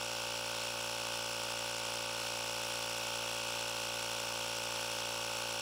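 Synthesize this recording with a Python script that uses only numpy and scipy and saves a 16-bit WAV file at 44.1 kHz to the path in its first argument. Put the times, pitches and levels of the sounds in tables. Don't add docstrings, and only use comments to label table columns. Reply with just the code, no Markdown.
import sys
import numpy as np
from scipy import signal
from scipy.fft import rfft, irfft, next_fast_len
from scipy.io import wavfile
from scipy.ndimage import map_coordinates

SR = 44100
rng = np.random.default_rng(int(sys.argv[2]) if len(sys.argv) > 2 else 0)


def amplitude_ratio(level_db):
    exponent = np.asarray(level_db, float) / 20
    return 10 ** exponent


def store_pcm(level_fs):
    pcm = np.round(np.clip(level_fs, -1, 1) * 32767).astype(np.int16)
    wavfile.write(sys.argv[1], SR, np.atleast_2d(pcm).T)


N = 247401

# time in seconds, level in dB.
FACING = [(0, 0), (1.4, 0.5), (1.85, -1), (2.4, 1.2), (3.5, 1.3), (5.61, 1)]


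def unit(x):
    return x / np.sqrt(np.mean(x ** 2) + 1e-20)


def curve(rows):
    seconds, values = np.transpose(rows)
    return np.interp(np.arange(N) / SR, seconds, values)


def wobble(rate):
    points = rng.standard_normal(int(N * rate / SR) + 4)
    return map_coordinates(points, [np.arange(N) * rate / SR])


def filtered(x, response):
    m = next_fast_len(N + 8192)
    return irfft(rfft(x, m) * response(np.fft.rfftfreq(m, 1 / SR)), m)[:N]


def noise(spectrum, envelope=1, white=None):
    # centre in Hz, width in Hz, depth in dB.
    dips = [(3030, 26, -10), (3790, 93, -6.5), (4070, 55, -10), (4580, 64, -5.5), (5130, 230, -1),
            (6450, 110, -2), (6800, 180, -4), (8800, 170, -7), (9700, 100, -2), (15430, 90, -3.5),
            (680, 29, 0)]
    hz, db = np.transpose(spectrum)

    def gain(f):
        colour_db = np.interp(np.log(f + 1), np.log(hz), db)
        dips_db = sum(depth * np.exp(-((f - centre) / width) ** 2) for centre, width, depth in dips)
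        return amplitude_ratio(colour_db + dips_db)

    if white is None:
        white = rng.standard_normal(N)
    return filtered(envelope * white, gain) / np.std(filtered(white, gain))


def each_turn(turns):
    values = 1.6 * np.tanh(rng.standard_normal(400) / 1.5)
    return values[np.floor(turns).astype(int) + 2]


def stroke(turns, start, rise, fall, scatter_db):
    since = (turns - start) % 1
    strength = amplitude_ratio(scatter_db * each_turn(turns - start))
    return strength * (1 - np.exp(-(since / rise) ** 2)) * np.exp(-(since / fall) ** 2)


def crank():
    first_turn, settled_tps, extra_tps, sag_s = .236, 57.327, .396, 2.5
    t = np.arange(N) / SR
    turns = first_turn + settled_tps * t + extra_tps * sag_s * (1 - np.exp(-t / sag_s))
    return turns + .002 * wobble(1.5) + .0015 * wobble(7) + .0006 * wobble(30)


def hiss():
    # frequency in Hz, level in dB.
    hiss_colour = [(30, -41), (150, -26), (400, -10.5), (850, -2), (1450, -3), (1900, -10), (2600, -1.5),
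                   (3300, -3), (4000, -1), (6300, -10), (8800, -10.5), (10200, -13), (14000, -30),
                   (15000, -14), (15800, -22)]
    return amplitude_ratio(-45.5) * noise(hiss_colour, amplitude_ratio(0.43 * wobble(9) + 0.48 * wobble(250)))


def puff(turns):
    # frequency in Hz, level in dB.
    puff_colour = [(6000, -35), (9000, -8), (10400, 4.5), (11200, -8), (13100, -0.5), (14000, -8),
                   (15000, -3), (15700, -2)]
    late = stroke(turns, 0.7, 0.066, 0.34, scatter_db=0.5)
    early = 0.45 * stroke(turns, 0.46, .04, 0.18, scatter_db=5.0)
    turbulence = amplitude_ratio(2.6 * wobble(700))
    return amplitude_ratio(-54.5 + curve(FACING)) * noise(puff_colour, (0.46 + late + early) * turbulence)


def wear(turns):
    # frequency in Hz, level in dB.
    wear_colour = [(500, -39), (1600, -15), (2700, 2), (3500, 4), (4000, -5), (6200, -1), (7600, -3),
                   (8800, -18), (11000, -19)]
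    scratch = rng.standard_normal(5 * 768)
    passing = scratch[np.round(turns * 768).astype(int) % len(scratch)]
    pressing = 0.46 + stroke(turns, 0.88, 0.11, 0.35, scatter_db=4.5)
    return amplitude_ratio(-48.0) * noise(wear_colour, pressing, white=passing)


def rattle(turns):
    # frequency in Hz, level in dB.
    rattle_colour = [(300, -23), (1200, -17), (1900, -14.5), (3000, -0.5), (4400, -1), (6900, -3.5),
                     (7600, 0.5), (8800, -10.5), (9500, -1.5), (10400, -11), (11200, -19), (16000, -27)]
    meeting = amplitude_ratio(1.6 * np.cos(2 * np.pi * (turns - 2.6) / 5))
    top = stroke(turns, 0.833, 0.054, 0.26, scatter_db=1.5)
    top = top + amplitude_ratio(-6.5) * stroke(turns, 0.76, .04, 0.51, scatter_db=0.5)
    spikes = amplitude_ratio(1.8 * wobble(900))
    clatter = noise(rattle_colour, meeting * top * spikes)

    backlash_colour = [(2500, -40), (3000, -6), (3170, 0), (3400, -6), (4000, -40)]
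    backlash = noise(backlash_colour, stroke(turns, .09, .05, .14, scatter_db=1.3))

    proud = np.exp(1.3 * np.cos(2 * np.pi * (turns - 1.9) / 5) - 1.3)
    ping_colour = [(6600, -40), (7300, -6), (7650, 0), (8000, -6), (8600, -40)]
    ping = noise(ping_colour, proud * stroke(turns, .86, .03, .12, scatter_db=2.2))
    return amplitude_ratio(-44.5) * clatter + amplitude_ratio(-43.5) * backlash + amplitude_ratio(-44.5) * ping


def gears(turns):
    # crank angle in turns, length in turns,
    # note as a multiple of crank speed, glide of that multiple per turn, level in dB.
    contacts = [(.5853, .079, 48.6, -26, 2.4), (.8056, .039, 44.1, -89, 2.8),
                (.8593, .056, 49.1, 134, -2.2), (.0129, .051, 42.5, 167, -6.9),
                (.982, .088, 54.9, 176, -12), (.3629, .12, 50.8, 47, -14), (.6309, .113, 96.1, 5, -.5),
                (.6996, .093, 89.1, -58, -3.5), (.7125, .033, 102.7, 28, -4), (.7867, .052, 77.9, 165, -9),
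                (.9707, .095, 75.9, 60, -14), (.6234, .12, 71.2, 130, -12)]
    # frequency in Hz, level in dB.
    grind_colour = [(1200, -45), (2100, -1.5), (2800, -14), (3800, -21), (4600, -42), (5550, -35),
                    (6500, 11), (8800, -12), (10300, 6), (12000, -39), (14000, -26), (15000, 3),
                    (15800, -14)]
    whine = np.zeros(N)
    for angle, length, note, glide, db in contacts:
        off = (turns - angle + .5) % 1 - .5
        strength = amplitude_ratio(db + 0.46 * each_turn(turns - angle + .5) + 0.33 * wobble(1.33))
        slip = .0005 * each_turn(turns - angle + .5)
        swell = np.exp(-(off / length) ** 2 / 2)
        whine += strength * swell * np.cos(2 * np.pi * (off + slip) * (note + glide * off / 2))
    load = stroke(turns, 0.35, 0.22, 0.34, scatter_db=1.5)
    teeth = 1 + 0.26 * np.cos(2 * np.pi * 46 * turns)
    whine_level = amplitude_ratio(-40.5 + .5 * curve(FACING))
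    return whine_level * whine + amplitude_ratio(-48.5) * noise(grind_colour, load * teeth)


def knock(turns):
    # multiple of crank speed, level in dB.
    knock_lines = [(1, -13), (2, -4), (3, -18), (4, -7), (5, -14), (6, -7), (7, -12), (8, -6), (9, 1.5),
                   (10, 3), (11, -9), (12, -22), (13, -6.5), (14, -5.5), (15, -0.5), (16, -1), (17, -9),
                   (18, -13.5), (19, -8.5), (20, -5), (21, -15.5), (22, -5.5), (23, -12), (24, -8),
                   (25, -3), (26, -2.5), (27, -8.5), (28, -17.5), (29, -41), (30, -28)]
    # multiple of crank speed, level in dB.
    side_lines = [(4.6, -22), (5.6, -24), (7.4, -25), (8.6, -24), (13.4, -21), (14.4, -18), (15.4, -21),
                  (16.4, -24), (17.6, -23), (18.4, -16), (19.4, -20), (23.6, -19), (26.6, -19), (27.6, -19)]
    order, db = np.transpose(knock_lines)

    cepstrum = irfft(np.interp(np.arange(65), order, db, right=-60 + db.max()) * np.log(10) / 20)
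    cepstrum[65:] = 0
    trail = 1.4 / (1 + (np.arange(65) / 7) ** 6)
    phase = 2 * rfft(cepstrum).imag - trail
    phase[:6] = -np.pi / 2 * np.array([1, 1, 1, 1, 1, 2])
    phase[7:12] += .55 * np.array([1, -1, 0, -1, 1])
    phase[25:29] += .85 * (np.arange(25, 29) - 26.4)

    angle = 2 * np.pi * (turns - .886)
    ring = unit(sum(amplitude_ratio(d) * np.cos(k * angle + phase[int(k)]) for k, d in knock_lines))
    sides = sum(amplitude_ratio(d) * np.cos(2 * np.pi * (k * turns + rng.random())) for k, d in side_lines)
    return amplitude_ratio(-44) * ring + amplitude_ratio(-48.5) * sides


def moved(x):
    # centre in Hz, width in Hz, change in dB.
    shifted = [(5000, 200, -1.5), (5950, 200, 2), (8450, 220, 3.5), (9250, 300, -2.5), (10750, 300, 2),
               (12900, 500, 1.5), (14500, 250, -3)]
    shift_s, shift_takes_s = 2.3, .35

    def change_db(f):
        return sum(db * np.exp(-((f - hz) / width) ** 2) for hz, width, db in shifted)

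    first = filtered(x, lambda f: amplitude_ratio(-change_db(f) / 2))
    second = filtered(x, lambda f: amplitude_ratio(change_db(f) / 2))
    later = .5 + .5 * np.tanh((np.arange(N) / SR - shift_s) / shift_takes_s)
    return (1 - later) * first + later * second


def scene():
    start_db, louder_db_per_s = 0.25, 0.0445
    turns = crank()
    pump = hiss() + puff(turns) + wear(turns) + rattle(turns) + gears(turns) + knock(turns)
    effort = amplitude_ratio(start_db + louder_db_per_s * np.arange(N) / SR)
    return (effort * moved(pump))[None]


def band_limit(x):
    return signal.sosfilt(signal.butter(12, 15730, fs=SR, output="sos"), x)


def record(dry):
    limited = filtered(dry[0], lambda f: f < 15790)[None]
    return band_limit(limited)


dry = scene()
out = record(dry)
store_pcm(out)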